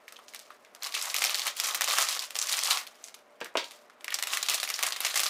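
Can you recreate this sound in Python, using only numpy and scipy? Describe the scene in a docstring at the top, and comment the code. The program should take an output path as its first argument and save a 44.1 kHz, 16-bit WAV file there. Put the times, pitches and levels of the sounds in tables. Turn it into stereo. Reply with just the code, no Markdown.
"""Small, sparse crackles open over a faint fan hum, then swell into a dense spell of sharp plastic snaps.
Hands pull, cut and lift a thin stiff bag on a table, close to a stereo microphone, in two spells.
Between them scissors are laid down with two knocks. A small room answers.
Creases are spiky noise bursts through a resonance; scissors are dying noise through table and blades;
the room is decaying noise used as echoes; the air is shaped noise, the fan a few unsteady sines."""
import sys
import numpy as np
from scipy import signal
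from scipy.fft import rfft, irfft, next_fast_len
from scipy.io import wavfile
from scipy.ndimage import map_coordinates

SR = 44100
rng = np.random.default_rng(int(sys.argv[2]) if len(sys.argv) > 2 else 0)


def generate_wav(signal):
    """Clip the signal to [-1, 1] and save it as 16-bit WAV at the path in sys.argv[1]."""
    frames = np.transpose(np.atleast_2d(signal))
    scaled = np.clip(frames, -1, 1) * 32767
    pcm = np.round(scaled).astype(np.int16)
    wavfile.write(sys.argv[1], SR, pcm)


N = 233331  # length in samples


def amp(db):
    """dB to gain."""
    return 10 ** (np.asarray(db) / 20)


def unit(x):
    """Scaled to rms 1."""
    return x / np.sqrt(np.mean(x ** 2) + 1e-20)


def along(points, hz):
    """Read a curve of (Hz, value) points on a log frequency axis."""
    point_hz, value = np.transpose(points)
    return np.interp(np.log(hz + 1), np.log(point_hz + 1), value)


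def wobble(rate):
    """A smooth random curve with rate knots a second."""
    knots = rng.standard_normal(int(N * rate / SR) + 4)
    return map_coordinates(knots, [np.arange(N) * rate / SR])


def filtered(x, response):
    """x times a complex response of frequency."""
    m = next_fast_len(N + SR // 2, True)
    return irfft(rfft(x, m) * response(np.fft.rfftfreq(m, 1 / SR)), m)[..., :N]


def causal(points):
    """A minimum-phase response with the gain of (Hz, dB) points, by folding the cepstrum."""
    def response(hz):
        cepstrum = irfft(np.log(np.maximum(amp(along(points, hz)), 1e-6)))
        cepstrum[1:len(hz) - 1] *= 2
        cepstrum[len(hz):] = 0
        return np.exp(rfft(cepstrum))
    return response


def paired(pair, alike):
    """Two unrelated signals mixed to the given left-right likeness."""
    def mix(hz):
        angle = np.arccos(np.clip(along(alike, hz), -1, 1)) / 2
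        return np.array([np.cos(angle), np.sin(angle)])
    mid, side = filtered(pair, mix)
    return np.array([mid + side, mid - side])


# colour of the room noise, before its overall level is set: freq_hz [Hz], density_db [dB per Hz]
AIR_COLOUR = [(15, -70), (25, -33.5), (159, -20.5), (245, -7), (313, -10.5), (457, -3), (524, -6), (600, 1),
              (809, -6), (1120, -6), (2150, -12), (15200, -48), (16500, -42)]
# width of the room noise: freq_hz [Hz], left_right_likeness [0 to 1]
AIR_LIKENESS = [(30, .6), (90, 0.98), (150, 1), (550, 0.95), (1650, .5), (5000, .03)]
AIR_DB = -59.5  # rms level around which the hiss drifts


def air():
    """Steady room noise: coloured hiss, nearly mono in the low end and wide in the treble."""
    hiss = paired(rng.standard_normal((2, N)), AIR_LIKENESS)
    hiss = filtered(hiss, lambda hz: amp(along(AIR_COLOUR, hz)))
    return amp(AIR_DB + 0.51 * wobble(3.65)) * unit(hiss)


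# hum of the fan: pitch_hz [Hz], level_db [dB rms, before its unsteadiness]
FAN_TONES = [(592, -73), (1008, -80)]


def fan():
    """Faint fan tones: sines whose level and phase waver at random."""
    t = np.arange(N) / SR
    hum = np.zeros(N)
    for pitch_hz, level_db in FAN_TONES:
        level = amp(level_db + 5.3 * wobble(8.1)) * np.sqrt(2)  # a sine peaks at sqrt(2) times its rms
        hum += level * np.sin(2 * np.pi * pitch_hz * t + 1.04 * wobble(22))
    return hum


# how fast the room dies: freq_hz [Hz], t60_s [s]
ROOM_DECAY = [(300, 0.21), (1300, 0.26), (4000, 0.19), (12000, 0.11)]
# width of the room: freq_hz [Hz], left_right_likeness [0 to 1]
ROOM_LIKENESS = [(300, 1), (1000, 0.95), (3000, 0.54), (7000, 0.011)]
ROOM_DB = -7  # gain of the room


def room(x, delay=180):
    """Each frequency dies at its own speed; a fresh random tail, delay samples late, for every quarter second."""
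    wet, step = np.zeros((2, N + 2 * SR)), SR // 4
    for start in range(0, N, step):
        hz, t, z = signal.stft(rng.standard_normal((2, SR // 2)), SR, nperseg=128)
        decay = amp(-60 * t / along(ROOM_DECAY, hz)[:, None])
        tail = signal.istft(z * decay, SR, nperseg=128)[1]
        tail = tail / np.linalg.norm(tail[0])
        echo = signal.fftconvolve(x[None, start:start + step], tail, axes=1)
        wet[:, start + delay:][:, :echo.shape[1]] += echo
    wide = paired(wet[:, :N], ROOM_LIKENESS)
    # the echoes carry almost nothing below 170 Hz
    return filtered(wide, lambda hz: 1 / (1 + (170 / (hz + 1)) ** 8))


# resonance of table top and handles: freq_hz [Hz], gain_db [dB per Hz]
TABLE_TOP = [(90, -49), (130, -16.5), (450, -3.5), (600, 1), (800, -8.5), (930, 2.5), (1100, -9),
             (1600, -1), (2000, -15.5), (2500, -5), (4300, -29), (9000, -38), (16000, -82)]
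# ringing modes of the blades: pitch_hz [Hz], width_hz [Hz], gain_db [dB]
BLADE_MODES = [(1610, 200, -21), (2280, 670, -0.5), (3730, 540, 2.5), (4600, 340, 0.5), (5540, 1060, -5),
               (8000, 4700, -17)]
# scissors meeting the table, levels ahead of the resonances:
# start_s [s], thud_db [dB], rattle_t60_s [s], blade_db [dB]
CONTACTS = [(3.413, -19, 0.22, -27.5), (3.554, -10, 0.037, -46), (3.571, -15.5, 0.2, -8)]


def steel(hz):
    """Blade resonances in parallel, of alternating sign."""
    total = 0
    for k, (pitch_hz, width_hz, gain_db) in enumerate(BLADE_MODES):
        damping = 1j * hz * width_hz
        total = total + (-1) ** k * amp(gain_db) * damping / (pitch_hz * pitch_hz - hz * hz + damping)
    return total


def scissors():
    """Each contact is a blow and a dying rattle: dull through table and handles, bright through the blades."""
    thud, ring, t = np.zeros(N + SR), np.zeros(N + SR), np.arange(SR // 2) / SR
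    for start_s, thud_db, rattle_t60_s, blade_db in CONTACTS:
        noise = rng.standard_normal((2, len(t)))
        at = round(start_s * SR)
        rattle = amp(-60 * t / rattle_t60_s)
        thud[at:][:len(t)] += amp(thud_db) * noise[0] * (amp(-60 * t / 0.04) + 0.38 * rattle)
        ring[at:][:len(t)] += amp(blade_db) * noise[1] * (amp(-60 * t / 0.0065) + 0.26 * rattle)
    contact = filtered(thud[:N], causal(TABLE_TOP)) + filtered(ring[:N], steel)
    return contact * amp([[.3], [-.3], [0]])  # dB to left, right and walls


# the film, with the hollow ring of the parts inside near 1 and 2 kHz: freq_hz [Hz], gain_db [dB per Hz]
FILM_COLOUR = [(80, -63), (140, -34), (600, -7), (800, -6), (920, -9.5), (1150, -2.5), (1520, -7.5),
               (2000, -3), (3200, -2), (6300, -1), (10000, -3.5), (15000, -6), (16500, -44.5)]
GRAIN = 512  # samples in one crease


def creases(s, db, pitch_hz, click_db, length_ms, pan_db, sharp, lag_s, lag_spread):
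    """Each crease slips in a spiky burst of a few ms, coloured by its own broad resonance over a flat click.
    Rows: left, right, and what the walls receive."""
    t, hz = np.arange(GRAIN) / SR, np.fft.rfftfreq(GRAIN, 1 / SR)
    draw = rng.standard_normal((len(s), GRAIN + 1))
    slip = amp(-9 * (1000 * t / length_ms[:, None]) ** 2) * (1 - np.exp(-t / 0.00035))
    burst = draw[:, :GRAIN] * np.abs(draw[:, GRAIN - 1::-1]) * slip  # a product of two noises is spiky
    fc = pitch_hz[:, None]
    damping = 1j * hz * fc / sharp
    tone = damping / (fc * fc - hz * hz + damping) + amp(click_db)[:, None]
    direct = rfft(burst, axis=1) * tone
    through_film = irfft(direct * causal(FILM_COLOUR)(hz), axis=1)
    size = amp(db)[:, None] / np.abs(through_film).max(axis=1, keepdims=True)
    lag = lag_s + lag_spread * draw[:, -1:]  # the bag lies to the right: the left port usually hears it later
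    left, right = (direct * amp(side * pan_db / 2)[:, None] * np.exp(-1j * np.pi * hz * side * lag)
                   for side in (1, -1))
    # summed over all directions the ripples even out
    outward = tone * np.linalg.norm(burst, axis=1, keepdims=True)
    waves = np.roll(irfft(size * np.array([left, right, outward])), 8, axis=2)  # space for the earlier port
    at = np.round(s * SR).astype(int)[:, None] + np.arange(GRAIN)
    return np.array([np.bincount(at.ravel(), w.ravel(), N + GRAIN)[:N] for w in waves])


# handling of the bag, before each crease draws its size:
# start_s [s], crackle_db [dB], slack_db [large slack folds relative to the crackle, dB]
HANDLING_MOVES = [(0, -69, 8), (.34, -47, -8), (.78, -68.5, 8), (.84, -36, 2), (.91, -43.5, -2),
                  (.98, -23, -22), (1.05, -32, -6.5), (1.24, -20.5, -9.5), (1.41, -30.5, -6.5),
                  (1.469, -23, -4.5), (1.54, -39.5, -11), (1.61, -28, -6), (1.68, -23, -2.5),
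                  (1.74, -30.5, -9), (1.79, -36, -0.5), (1.85, -24, -8), (1.99, -18, -5.5),
                  (2.08, -21.5, -12), (2.22, -27.5, -11.5), (2.33, -50.5, 2), (2.41, -30, -5.5),
                  (2.52, -18, -15.5), (2.62, -27, -10.5), (2.68, -22.5, -8.5), (2.71, -15, -6),
                  (2.799, -26.5, -10.5), (2.87, -53, -1.5), (3.39, -63.5, 0), (3.7, -43, -15.5),
                  (3.98, -79, 17.5), (4.21, -45, -3), (4.351, -23.5, -5.5), (4.44, -36.5, -8),
                  (4.5, -22.5, -8), (4.67, -40, -5), (4.81, -30.5, -5), (4.85, -30, -2.5), (4.99, -49, 5),
                  (5.06, -21.5, -4), (5.13, -28, -9), (5.29, -17.5, -7)]
# the slack folds ring higher once the end is cut off: start_s [s], pitch_hz [Hz]
SLACK_PITCH = [(3.0, 1190), (4.0, 1340)]
CREASES = 3000  # small ones in each layer


def crackle():
    """Small creases at random instants, their sizes clumped in time; slack folds give the low ones."""
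    start_s, crackle_db, slack_db = np.transpose(HANDLING_MOVES)
    clump = wobble(45)
    total = 0
    for level_db, centre_hz, spread, sharp, length_ms in (
            (crackle_db, [(0, 5100)], .37, 1.97, 1.1),
            (crackle_db + slack_db, SLACK_PITCH, .25, 3.2, 3.5)):
        draw = rng.random((CREASES, 2))
        normal = rng.standard_normal((CREASES, 4))
        s = draw[:, 0] * (N - 1) / SR
        size_db = -3 * np.log(draw[:, 1] + 0.035) - 5  # many small, few large
        size_db = size_db + 2.8 * clump[(s * SR).astype(int)]
        pitch_hz = np.interp(s, *np.transpose(centre_hz)) * np.exp(spread * normal[:, 0])
        total = total + creases(s, np.interp(s, start_s, level_db) + size_db, pitch_hz,
                                click_db=-14 + 3 * normal[:, 2],
                                length_ms=length_ms * np.exp(0.63 * normal[:, 3]),
                                pan_db=-1.2 + 0.85 * normal[:, 1],
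                                sharp=sharp, lag_s=2.6e-5, lag_spread=4e-5)
    return total


NEIGHBOURS, USUAL_SNAP_DB = 6, -15  # creases freed by one snap; strength of a usual snap
CASCADE_DB, CASCADE_GROWS = -10, 1.125  # level relative to a usual snap; dB gained per dB of snap strength
CASCADE_S, CASCADE_FADES_DB_PER_S = .012, 245  # typical wait after the first 2 ms; later ones are weaker


def cascades():
    """Each snap frees a few creases nearby, of like pitch, mostly smaller and weaker the later they go."""
    start_s, peak_db, pitch_hz, click_db = np.repeat(SINGLE_SNAPS, NEIGHBOURS, axis=0).T
    delay = .002 - CASCADE_S * np.log(rng.random(len(start_s)) + 1e-3)
    normal = rng.standard_normal((len(start_s), 4))
    db = USUAL_SNAP_DB + CASCADE_DB + CASCADE_GROWS * (peak_db - USUAL_SNAP_DB)
    db = db - CASCADE_FADES_DB_PER_S * delay + 3.1 * normal[:, 0]
    return creases(start_s + delay, db, pitch_hz * np.exp(0.39 * normal[:, 1]), click_db - 2.0,
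                   length_ms=1.97 * np.exp(0.56 * normal[:, 2]), pan_db=-1.3 + 1.2 * normal[:, 3],
                   sharp=1.3, lag_s=2.5e-5, lag_spread=3e-5)


# distinct single snaps, from faint ticks to loud cracks: start_s [s], peak_db [dB, before panning],
# pitch_hz [Hz], click_db [flat click relative to the resonance, dB]
SINGLE_SNAPS = [(0.08, -29, 2010, -9), (0.123, -31.5, 1210, -5), (0.16, -35, 3180, -17),
                (0.165, -35.5, 3190, -28), (0.189, -37, 1090, -24), (0.282, -30.5, 5170, -6),
                (0.336, -31.5, 2100, -13), (0.346, -24, 1750, -2), (0.392, -27.5, 5160, -1),
                (0.398, -38, 3940, -10), (0.504, -34, 1230, -34), (0.648, -38, 1960, -36),
                (0.749, -30, 1010, -12.5), (0.823, -22, 4500, -11), (0.832, -18.5, 4550, 5),
                (0.842, -25, 4200, -19), (0.848, -21.5, 4800, -15), (0.862, -24, 1130, -18),
                (0.869, -19, 3870, -4), (0.922, -25, 3600, -19), (0.941, -15, 4670, 1),
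                (0.949, -17.5, 2620, -23), (0.964, -20.5, 1100, -20), (1.023, -21, 8000, -25),
                (1.07, -29, 1140, -24), (1.099, -19, 4880, -13), (1.143, -14, 2420, -9),
                (1.163, -13.5, 5420, -3), (1.184, -17, 4900, 3), (1.206, -21, 5790, -11),
                (1.22, -10.5, 2260, -1), (1.24, -10.5, 2150, -1), (1.248, -13, 5720, -11),
                (1.263, -21, 5700, -11), (1.294, -11, 3300, -8.5), (1.344, -11, 4140, -9),
                (1.354, -15.5, 5510, 3), (1.394, -14.5, 4460, 1), (1.418, -16.5, 3790, -16),
                (1.468, -14.5, 3880, 0), (1.477, -22, 3800, -14), (1.567, -20.5, 4840, -8),
                (1.579, -24.5, 5700, 1), (1.599, -13, 5540, 2), (1.649, -15, 5830, -11),
                (1.669, -14, 6400, -14), (1.686, -16, 1180, -5), (1.709, -24, 1190, -1),
                (1.746, -11, 6200, 6), (1.809, -11, 1970, -5.5), (1.818, -11.5, 3820, -2),
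                (1.842, -15, 5770, 4), (1.876, -11, 1160, -3), (1.909, -17, 3800, 0),
                (1.953, -18, 6240, -11), (1.984, -9.5, 1170, -11), (2.035, -20.5, 2690, -11),
                (2.086, -14.5, 4170, -11), (2.102, -24, 3910, -3), (2.125, -18, 4370, -8),
                (2.149, -19, 4230, -4), (2.164, -16, 1120, -12), (2.192, -15.5, 4940, -24),
                (2.224, -24, 3020, -16), (2.306, -22.5, 2510, 2), (2.346, -26.5, 5490, 0),
                (2.354, -12, 2950, 8), (2.388, -10, 6640, -9), (2.414, -11.5, 6960, -16),
                (2.425, -16, 5350, -12), (2.47, -19, 6250, -11), (2.491, -17, 4940, -12),
                (2.515, -19, 2520, 2), (2.54, -15, 5040, 10), (2.59, -14, 5270, -9),
                (2.627, -19.5, 3200, -10), (2.635, -9, 8040, -10), (2.708, -10, 3850, -23),
                (2.731, -20, 2180, -19), (2.772, -12, 2120, -6), (2.867, -24.5, 3320, -2),
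                (3.04, -19.5, 7140, -29), (3.083, -30.5, 6500, 0), (3.142, -28, 4050, 6),
                (3.404, -29, 1590, 1), (3.444, -25.5, 1770, -1), (3.458, -30, 1670, -17),
                (3.642, -25, 3820, -7), (3.709, -27, 3340, 3), (3.898, -40.5, 1500, -20),
                (4.008, -35, 1150, -12), (4.044, -23.5, 1790, -5), (4.08, -18.5, 1960, -31),
                (4.104, -20.5, 3070, -13), (4.122, -19, 1920, -26), (4.142, -13.5, 6100, -6),
                (4.187, -17, 1640, 0), (4.225, -9, 2150, -5.5), (4.271, -18.5, 1460, -7),
                (4.303, -22.5, 3900, -8), (4.334, -13, 3020, 1), (4.344, -17.5, 7750, -14),
                (4.371, -14, 2000, -9), (4.428, -13, 3980, -4), (4.462, -19, 3810, -4),
                (4.485, -10, 3880, -1), (4.497, -9.5, 6500, 4), (4.503, -14.5, 2920, -8),
                (4.537, -11.5, 2560, 3), (4.543, -10, 6800, 1), (4.578, -18, 3210, -12),
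                (4.6, -13.5, 4200, -2), (4.63, -13, 1780, 2), (4.675, -19, 2220, -8),
                (4.689, -16, 4970, -2), (4.701, -15.5, 1800, -12), (4.74, -14.5, 5260, -15),
                (4.762, -22.5, 6300, -3), (4.79, -16.5, 1760, -10), (4.827, -12, 2670, -9),
                (4.833, -11.5, 1700, -5), (4.865, -11.5, 8900, -5), (4.886, -22, 6560, -8),
                (4.906, -19, 1350, -9), (4.922, -13.5, 3580, -12), (4.962, -17.5, 2460, 0),
                (5.004, -12, 3560, -2), (5.048, -9, 2540, 12), (5.065, -11.5, 2480, -4),
                (5.11, -22, 3480, -5), (5.141, -15.5, 4260, 11), (5.157, -11, 2060, -2),
                (5.174, -11, 4400, 15), (5.194, -10.5, 3900, -1), (5.201, -11.5, 6320, 9),
                (5.233, -10, 4900, 5), (5.258, -16.5, 1160, -13), (5.264, -13, 4460, -20)]
SNAP_MS, SNAP_SCATTER = 2.7, 0.11  # usual length of a snap, and its spread in log units


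def snaps():
    """Single creases that let go, faint or loud, each with its own pitch and click."""
    start_s, peak_db, pitch_hz, click_db = np.transpose(SINGLE_SNAPS)
    chance = rng.standard_normal((len(SINGLE_SNAPS), 2))
    return creases(start_s, peak_db, pitch_hz, click_db,
                   length_ms=SNAP_MS * np.exp(SNAP_SCATTER * chance[:, 0]),
                   pan_db=-1.5 + 0.43 * chance[:, 1], sharp=3.45, lag_s=2.5e-5, lag_spread=2.5e-5)


def bag():
    """Single snaps, the creases they free and the clumped crackle, all sounding through the film."""
    return filtered(crackle() + cascades() + snaps(), causal(FILM_COLOUR))


def scene():
    """The bag and scissors up close, the room's answer, and the air and fan behind."""
    left, right, outward = bag() + scissors()
    return np.array([left, right]) + amp(ROOM_DB) * room(outward) + air() + fan()


# body shadow between the ports: freq_hz [Hz], left_minus_right_db [dB]
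PORT_BALANCE = [(200, 0.2), (600, 0.9), (1500, -1.3), (4000, -0.1), (10000, 1.4)]
TOP_HZ = 16000  # band limit


def record(dry):
    """The two ports differ a little in colour; nothing passes above the band limit."""
    def ports(hz):
        half_db = along(PORT_BALANCE, hz) / 2
        return amp(half_db * np.array([[1], [-1]])) * (hz < TOP_HZ)
    return filtered(dry, ports)


dry = scene()
out = record(dry)
generate_wav(out)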